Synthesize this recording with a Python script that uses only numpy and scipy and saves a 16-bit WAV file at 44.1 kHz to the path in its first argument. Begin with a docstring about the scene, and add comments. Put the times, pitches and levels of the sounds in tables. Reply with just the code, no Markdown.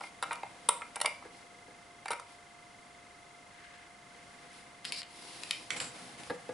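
"""A workbench in a small room, stereo microphone close to a small vise that is being wound shut.
Its loose sliding handle drops and rattles in the screw head, ringing the iron body and the bench top.
Then fingers shift their grip, small tools tick and scrape, a sleeve brushes past and something bumps
the bench. Behind it all lie room hiss, a thin steady tone and a faint pulsing electronic whine."""
import sys
import numpy as np
from scipy import signal
from scipy.fft import rfft, irfft
from scipy.io import wavfile
from scipy.ndimage import uniform_filter1d

SR = 44100
rng = np.random.default_rng(int(sys.argv[2]) if len(sys.argv) > 2 else 0)


def wrap_up_sound(samples):
    """Save the sound to the file named by the first command line argument, as 16-bit audio."""
    columns = np.atleast_2d(samples).T
    # keep every value between -1 and 1, then stretch to whole-number steps
    tamed = np.clip(columns, -1, 1)
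    steps = np.round(tamed * 32767).astype(np.int16)
    wavfile.write(sys.argv[1], SR, steps)


N = 287973


def amp(db):
    """Decibels to gain."""
    return 10 ** (np.asarray(db) / 20)


def unit_rms(x):
    """Scales to rms 1."""
    return x / np.sqrt(np.mean(x ** 2) + 1e-20)


def curve_at(points, hz):
    """Interpolates (f/Hz, value) points on a log-frequency axis."""
    f, value = np.transpose(points)
    return np.interp(np.log(hz + 1), np.log(f + 1), value)


def pan(db):
    """Channel gains with the left db above the right."""
    return amp([[db / 2], [-db / 2]])


def add(mix, start, sound, pan_db=0):
    """Places a sound in the stereo mix, start seconds in."""
    part = mix[:, max(round(start * SR), 0):][:, :len(sound)]
    part += pan(pan_db) * sound[:part.shape[1]]


def wander(rate):
    """Smooth random drift of rms 1 that changes about rate times a second."""
    hz = np.fft.rfftfreq(N, 1 / SR)
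    return unit_rms(irfft(rfft(rng.standard_normal(N)) * np.exp(-(hz / rate) ** 2), N))


def click(colour, size=2048):
    """The shortest causal click with this spectrum."""
    hz = abs(np.fft.fftfreq(size, 1 / SR))
    log_gain = np.log(amp(curve_at(colour, hz)))
    minimum_phase = np.exp(np.conj(signal.hilbert(log_gain)))
    return np.fft.ifft(minimum_phase).real


def favour(modes, pitch_hz, depth_db, octaves):
    """Where a blow lands decides which modes it wakes: those near its pitch shift by up to depth_db."""
    hz, db, t60 = np.transpose(modes)
    near = np.exp(-(np.log2(hz / pitch_hz) / octaves) ** 2)
    return np.transpose([hz, db + depth_db * near, t60])


def ring(modes, choke_s, linger_db, detune):
    """Modes choked while the parts still touch, then lingering faintly."""
    t = np.arange(SR // 3) / SR
    hz, db, t60 = np.transpose(modes)[:, :, None]
    shift = 1 + detune * rng.standard_normal(hz.shape)  # contact pulls each mode off its pitch
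    phase = rng.uniform(0, 2 * np.pi, hz.shape)
    choked = np.exp(-t / choke_s) * np.sin(2 * np.pi * hz * shift * t + phase)
    free = amp(linger_db - 60 * t / t60) * np.sin(2 * np.pi * hz * t + phase)
    onset = 1 - np.exp(-2 * hz * t)  # a mode builds up within its first cycle
    return (amp(db) * (choked + free) * onset).sum(0)


def contact(chatter_s, rattle, size=2048):
    """The force of one impact, then a chatter of tiny rebounds that swells and dies."""
    age = np.arange(size) / SR / max(chatter_s, 1e-4)
    force = rng.standard_normal(size) ** 3 * np.sqrt(age) * np.exp(-age)
    force *= rattle / np.linalg.norm(force)
    force[0] += 1
    return force


def strike(force, response, db):
    """A force through a response; db is the level of its loudest 4 ms."""
    sound = signal.fftconvolve(force, response)
    power = uniform_filter1d(sound ** 2, size=176, mode="constant").max()
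    return amp(db) * sound / np.sqrt(power)


# likeness of the microphone's two channels: f/Hz, correlation
STEREO_LIKENESS = [(50, 1), (250, 0.72), (1000, 0.4), (3000, 0.48), (6000, 0.51), (10000, 0.78)]

def noise(colour):
    """Coloured stereo noise of rms 1, mostly alike in both channels."""
    hz = np.fft.rfftfreq(N, 1 / SR)
    a, b = rfft(rng.standard_normal((2, N)))
    likeness = np.clip(curve_at(STEREO_LIKENESS, hz), 0, 1)
    mid, side = np.sqrt(1 + likeness) * a, np.sqrt(1 - likeness) * b
    return unit_rms(irfft(np.array([mid + side, mid - side]) * amp(curve_at(colour, hz)), N))


def rub(colour, strokes, lean, grain_db, grain_rate, pan_db):
    """Friction: hiss that follows each stroke's speed, catching and slipping; lean < 1 peaks early."""
    t = np.arange(N) / SR
    speed = np.zeros(N)
    for start, length, db in strokes:
        during = (t > start) & (t < start + length)
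        progress = (t[during] - start) / length
        speed[during] += amp(db) * np.sin(np.pi * progress ** lean)
    grain = unit_rms(amp(grain_db * wander(grain_rate)))
    return noise(colour) * grain * speed * pan(pan_db)


# spectrum of the room's air: f/Hz, relative level/dB
AIR_COLOUR = [(25, -13.5), (60, -7), (150, -3.5), (300, -3.5), (500, -5), (750, -5), (1100, -3), (1800, -7),
              (2700, -11), (3800, -13.5), (6000, -16.5), (11000, -19)]

def room_tone():
    """The steady hiss of the room around the microphone."""
    return amp(-56) * noise(AIR_COLOUR)


def tone(hz, db, drift_rad, drift_rate):
    """A thin tone whose phase drifts."""
    phase = 2 * np.pi * hz * np.arange(N) / SR + drift_rad * wander(drift_rate)
    return amp(db) * np.sqrt(2) * np.sin(phase)


def pulses(centre_s, width_s, rate_hz=25):
    """A smooth blip of gain once in every cycle."""
    offset = ((np.arange(N) / SR - centre_s) * rate_hz + .5) % 1 - .5
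    return np.exp(-(offset / rate_hz / width_s) ** 2)


def whine():
    """Faint electronics: a steady tone and two higher ones that pulse together."""
    steady = tone(702.3, db=-62.5, drift_rad=0.85, drift_rate=4.5)
    middle = tone(2078, db=-56.5, drift_rad=0.403, drift_rate=43) * pulses(0.0299, width_s=0.00573)
    upper = tone(3300, db=-67, drift_rad=0.93, drift_rate=72) * pulses(0.031, width_s=0.003)
    return steady + middle + upper


# decay of the room's reflections: f/Hz, t60/s
ROOM_DECAY = [(250, 0.08), (700, 0.39), (1800, 0.29), (4600, 0.4), (10000, 0.28)]
# their spectrum: f/Hz, gain/dB
REFLECTION_COLOUR = [(150, -10.5), (500, -5), (950, -7), (1500, -7.5), (2300, -2), (2900, -6.5),
                     (4200, -12.5), (6500, -7), (10000, -11)]

def room(direct, wet_db, width=0.463):
    """Direct sound plus the dense reflections of a small room, each band dying at its own speed."""
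    hz, t, bands = signal.stft(rng.standard_normal((2, SR // 2)), SR, nperseg=256)
    decay = amp(-60 * t / curve_at(ROOM_DECAY, hz)[:, None])
    tail = signal.istft(bands * decay, SR, nperseg=256)[1]
    tail *= np.clip(np.arange(tail.shape[1]) / SR / 0.00079 - 1, 0, 1)  # echoes arrive a little later
    tail /= np.linalg.norm(tail, axis=1, keepdims=True)
    tail = signal.fftconvolve(tail, click(REFLECTION_COLOUR)[None], axes=1)
    mid, side = signal.fftconvolve(direct.mean(0)[None], tail, axes=1)[:, :N]
    return direct + amp(wet_db) * np.array([mid + width * side, mid - width * side])


# modes of the bench top: f/Hz, level/dB, t60/s
BENCH_MODES = [(115, -8, .18), (180, -8, .18), (248, -6, .2), (320, -5, .18), (415, -8, .15), (495, 2, .16),
               (590, -9, .15), (720, -9, .12), (826, -3, .15), (915, -7, .18), (1190, -10, .15),
               (1450, -9, .1), (1660, -7, .14)]
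# spectrum of an arm rubbing on the bench: f/Hz, level/dB
ARM_COLOUR = [(40, -43), (95, -1.5), (200, -4.5), (400, -5.5), (900, -6.5), (1600, -7.5), (3000, -11),
              (6000, -17)]
# its shifts: t/s, length/s, level/dB
ARM_STROKES = [(0, 2.06, -58), (4.044, 1.03, -59.5), (4.83, 0.22, -54.5), (5.162, 1.3, -58),
               (5.694, 0.33, -49.5), (5.926, 1.16, -53.5)]

def arm():
    """An arm shifts on the bench and sets its top ringing softly."""
    friction = rub(ARM_COLOUR, ARM_STROKES, lean=0.52, grain_db=2, grain_rate=25, pan_db=0.24)
    modes = favour(BENCH_MODES, pitch_hz=155, depth_db=5, octaves=1)
    top = ring(modes, choke_s=0.015, linger_db=-20, detune=0.004)
    resonance = signal.fftconvolve(friction.mean(0), top)[:N]
    return friction + amp(-8.5) * friction.std() * unit_rms(resonance)


# spectrum of skin on metal: f/Hz, level/dB
SKIN_COLOUR = [(300, -15), (900, -34), (1600, 10), (2400, 4.5), (3400, -2), (5000, -8), (11000, -26)]
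# changes of grip: t/s, length/s, level/dB
GRIP_STROKES = [(3.5, 0.46, -57.5), (4.05, 1, -63.5)]

def fingers():
    """Skin rubs on metal as the fingers shift on the work."""
    return rub(SKIN_COLOUR, GRIP_STROKES, lean=0.7, grain_db=2.6, grain_rate=60, pan_db=1)


# spectrum of brushing cloth: f/Hz, level/dB
SLEEVE_COLOUR = [(180, -65.5), (300, 2), (382, -3.5), (647, -14), (708, -6.5), (1020, -2.5), (1130, -12),
                 (2260, -5.5), (5100, -4), (6300, -12.5), (11000, -7), (14300, -48), (22000, -120)]
# passes of the sleeve: t/s, length/s, level/dB
SLEEVE_STROKES = [(0, .11, -53.5), (.45, 0.37, -66), (1.31, .14, -61.5), (2.27, 0.12, -61),
                  (4.15, 0.47, -67.5), (4.503, 0.17, -59), (5.055, 0.78, -50), (5.874, 0.33, -54),
                  (6.215, .16, -55)]

def sleeve():
    """Cloth brushes softly past the microphone."""
    return rub(SLEEVE_COLOUR, SLEEVE_STROKES, lean=0.79, grain_db=1, grain_rate=82, pan_db=1)


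# spectrum of a sliding tool: f/Hz, level/dB
SLIDE_COLOUR = [(300, -34), (1200, -21), (2200, -9), (3400, -12), (4200, 0), (5150, 1), (6100, -18),
                (8500, -12), (11000, -15)]
# its pushes: t/s, length/s, level/dB
SLIDE_STROKES = [(4.85, 0.068, -45), (4.921, 0.051, -41), (4.959, 0.064, -39.5)]

def tool_slide():
    """A tool scrapes along in short pushes, just left of centre."""
    return rub(SLIDE_COLOUR, SLIDE_STROKES, lean=0.85, grain_db=1.3, grain_rate=130, pan_db=1.5)


# spectrum of a tool rasping on its holder: f/Hz, level/dB
DRAW_COLOUR = [(500, -14), (1500, -1.5), (2800, -13), (4300, -5), (6200, -12.5), (7100, -8), (7600, 3),
               (8300, -11), (9300, -6), (11000, -18)]
# its pulls: t/s, length/s, level/dB
DRAW_STROKES = [(5.707, 0.07, -46), (5.763, 0.046, -41.5), (5.799, 0.06, -37.5), (5.84, 0.1, -46.5)]

def tool_draw():
    """A tool rubs out of its holder in quick, smooth pulls."""
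    return rub(DRAW_COLOUR, DRAW_STROKES, lean=0.38, grain_db=0, grain_rate=180, pan_db=-0.5)


# spectrum of a hard contact with the bench: f/Hz, level/dB
CLACK_COLOUR = [(300, -22.5), (900, -2), (1700, 7.5), (2400, -4), (3800, -6), (5300, -13), (6600, -41),
                (11000, -15)]
# bumps on the bench: t/s, level/dB, f/Hz, clack over bump/dB
BENCH_BUMPS = [(1.252, -47, 390, -9), (1.681, -51, 390, -20), (2.11, -44, 415, -17), (5.725, -52, 110, -25),
               (5.809, -46, 202, -22), (6.299, -36, 790, -3), (6.304, -34, 477, -4.5),
               (6.312, -38, 292, -16), (6.491, -34.5, 530, -13)]
BENCH_CHATTER_S = 0.0027

def bench_bumps():
    """Dull bumps ring the bench top; harder ones also clack."""
    out = np.zeros((2, N))
    for start, db, pitch_hz, clack_db in BENCH_BUMPS:
        modes = favour(BENCH_MODES, pitch_hz, depth_db=8.5, octaves=0.29)
        top = ring(modes, choke_s=0.013, linger_db=-18, detune=0.01)
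        add(out, start, strike(contact(BENCH_CHATTER_S, rattle=0.096), top, db))
        add(out, start, strike(contact(BENCH_CHATTER_S, rattle=1.6), click(CLACK_COLOUR), db + clack_db))
    return out


# spectra of a tool's low clack, its tick and its bright edge: f/Hz, level/dB
LOW_COLOUR = [(150, -36), (700, -13), (1300, -6), (2000, 11), (2700, -7.5), (5000, -40), (11000, -53)]
TICK_COLOUR = [(500, -30.5), (1700, -8.5), (2700, 2.5), (3600, 1.5), (4800, 1), (6000, -15), (11000, -10)]
EDGE_COLOUR = [(2000, -42.5), (6000, -33), (7600, -4), (8800, 4.5), (11000, 9.5)]
# modes of the wire tool holder: f/Hz, level/dB, t60/s
HOLDER_MODES = [(1140, -13, .2), (1600, -8, .25), (2040, -2, .12), (2200, 1, .18), (2400, 1, .12),
                (2640, 2, .18), (3020, -1, .18), (3300, -4, .15), (3600, -7, .15), (4290, -8, .2),
                (5700, -7, .15), (7150, -10, .1), (7375, -8, .15), (7690, -9, .2), (9200, -11, .15)]
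# tools touch: t/s, level/dB, edge over tick/dB, chatter/s, left over right/dB, holder over tick/dB
TOOL_TOUCHES = [(4.846, -44.5, -8, 0.0021, 4, -25), (4.8515, -32.5, 1.5, 0.0024, 2.1, -25),
                (4.9224, -30.5, 3.5, .0021, 3, -17), (5.018, -39.5, -7, 0.00064, 4, -27),
                (5.0312, -43.5, -1, 0.0016, 1, -28), (5.435, -35, 2, 0.00087, 2.5, -34),
                (5.5095, -24.5, 2, 0.0012, 2.5, -22), (5.705, -35, -29, 0.00055, -7, 5),
                (5.765, -45, 2, .001, -5, 5.5), (5.802, -32, 0, 0.0016, -2.3, -9.5),
                (6.235, -46, 4, 0.0017, 1, -26)]

def tool_ticks():
    """Dry ticks of small tools; some set the wire holder ringing."""
    out = np.zeros((2, N))
    for start, db, edge_db, chatter_s, pan_db, holder_db in TOOL_TOUCHES:
        force = contact(chatter_s, rattle=1)
        low_db = -9 - 0.45 * edge_db  # the duller a tick, the more it clacks
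        holder = ring(HOLDER_MODES, choke_s=0.0032, linger_db=-19.5, detune=0.014)
        add(out, start, strike(force, click(LOW_COLOUR), db + low_db), pan_db)
        add(out, start, strike(force, click(TICK_COLOUR), db), pan_db)
        add(out, start, strike(force, click(EDGE_COLOUR), db + edge_db), pan_db)
        add(out, start, strike(force, holder, db + holder_db), pan_db)
    return out


def rebounds(rattle_s, first_gap_s=0.0055, shrink=0.9, count=6):
    """A loose part bounces ever faster and weaker: rows of delay/s, level/dB."""
    delay = np.r_[0, np.cumsum(first_gap_s * shrink ** np.arange(count))]
    db = -20 / np.log(10) * delay / max(rattle_s, 1e-4)
    return np.transpose([delay, db])[db > -20]


# modes of the iron body on its base, the screw head and the steel handle: f/Hz, level/dB, t60/s
BODY_MODES = [(492, -10, .27), (579, -5, .3), (779, -4, .26), (820, -8, .26), (896, -7, .24), (950, 3, .32),
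              (993, -6, .22), (1080, -6, .08), (1195, -4, .25), (1300, -6, .1), (1391, -4, .22),
              (1599, -10, .16), (1906, -8, .2), (2120, -7, .12), (2308, -5, .32), (2423, -8, .3),
              (2620, -13, .1)]
HEAD_MODES = [(3000, 1, .1), (2840, 2, 0.105), (3680, 1, 0.17), (3970, -4, .1), (4380, -4.5, .1),
              (4740, 0.5, 0.089), (5360, -6, .1), (5460, -0.5, .15), (5890, -9, .1), (7300, -4, 0.098)]
HANDLE_MODES = [(7700, -5, .12), (8130, -4, .15), (8550, -10, .08), (8940, -10, .08), (9305, 5, .38),
                (9643, -8, .18), (9937, -4, .2), (10250, -6, .08), (10650, -5, .15), (10900, -1, .12)]
# the handle knocks on the vise: t/s, level/dB, f/Hz, hardness (handle ping over body)/dB, rattle/s
HANDLE_KNOCKS = [(0.008, -37.5, 1060, -21, .002), (0.036, -41.5, 2050, -32, 0.0045),
                 (0.2257, -29, 1410, -10, 0.0079), (0.309, -31, 950, -31, .002),
                 (0.317, -34.5, 1270, -17, 0.012), (0.33, -40, 1030, -1, .002),
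                 (0.355, -44.5, 1660, -10, .002), (0.432, -33, 830, -29, .002),
                 (0.688, -22, 1035, 3.5, .002), (0.6904, -26, 1030, -11, .002),
                 (0.811, -43, 1090, -26, 0.0017), (0.8189, -36, 1240, -34, .002),
                 (0.958, -40.5, 1532, 3, .002), (0.9649, -36, 1640, -37, .002),
                 (1.002, -39.5, 1700, -2, .002), (1.0134, -30.5, 1720, 3.5, .002),
                 (1.0461, -29, 1300, -35, .002), (1.058, -25.5, 2078, -4, 0.0016),
                 (1.072, -39.5, 945, -24, .002), (1.2233, -46.5, 880, -26, .002),
                 (2.0573, -35, 1090, -15.5, .002), (2.082, -37, 1697, -9, .002),
                 (2.1055, -30.5, 1110, -10, 0.013), (2.1163, -38, 1180, -2, .002),
                 (2.132, -38, 1640, -10, .002), (2.197, -40.5, 1010, -11.5, .002)]

def vise():
    """Close up, each knock rings the iron body and the bench; hard ones add more screw head and handle."""
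    out = np.zeros((2, N))
    for start, db, pitch_hz, hardness_db, rattle_s in HANDLE_KNOCKS:
        pitch_ratio = pitch_hz / 1115  # against a blow of middle pitch
        head_db = -4.5 + 0.45 * hardness_db + 5 * np.log2(pitch_ratio)  # more for hard, high blows
        head_hz = 3540 * pitch_ratio ** 0.38  # follows the blow's pitch in part
        head_modes = favour(HEAD_MODES, head_hz, depth_db=7, octaves=0.12)
        body_modes = favour(BODY_MODES, pitch_hz, depth_db=8, octaves=0.32)
        top_modes = favour(BENCH_MODES, pitch_hz=507, depth_db=8, octaves=0.3)
        top = ring(top_modes, choke_s=0.0043, linger_db=-22, detune=0.0078)
        add(out, start, strike(contact(BENCH_CHATTER_S, rattle=0.19), top, db - 19.5))
        for delay, bounce_db in rebounds(rattle_s):
            ping_hz = 9500 * (1 + 0.026 * rng.standard_normal())
            ping_modes = favour(HANDLE_MODES, ping_hz, depth_db=-0.5, octaves=0.11)
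            force = contact(chatter_s=0.0016, rattle=2.3)
            body = ring(body_modes, choke_s=0.0025, linger_db=-24, detune=0.012)
            head = ring(head_modes, choke_s=0.0012, linger_db=-48, detune=0.02)
            ping = ring(ping_modes, choke_s=0.0015, linger_db=-43, detune=0.0012)
            add(out, start + delay, strike(force, body, db + bounce_db))
            add(out, start + delay, strike(force, head, db + bounce_db + head_db))
            add(out, start + delay, strike(force, ping, db + bounce_db + hardness_db), pan_db=-2.64)
    # so small a body radiates hardly any bass
    return signal.sosfilt(signal.butter(2, 300, "high", fs=SR, output="sos"), out)


def scene():
    """Knocks, ticks and bumps with their reflections, and dry rubbing, over room tone and whine."""
    hits = room(vise(), wet_db=-1.5) + room(tool_ticks(), wet_db=1.5) + room(bench_bumps(), wet_db=-0.3)
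    rubbing = tool_slide() + tool_draw() + sleeve() + arm() + fingers()
    return hits + rubbing + room_tone() + whine()


def record(dry):
    """The microphone chain cuts the treble steeply at 11130 Hz."""
    lowpass = signal.firwin(301, 11130, window=("kaiser", 7), fs=SR)
    return signal.oaconvolve(dry, lowpass[None], "same")


dry = scene()
out = record(dry)
wrap_up_sound(out)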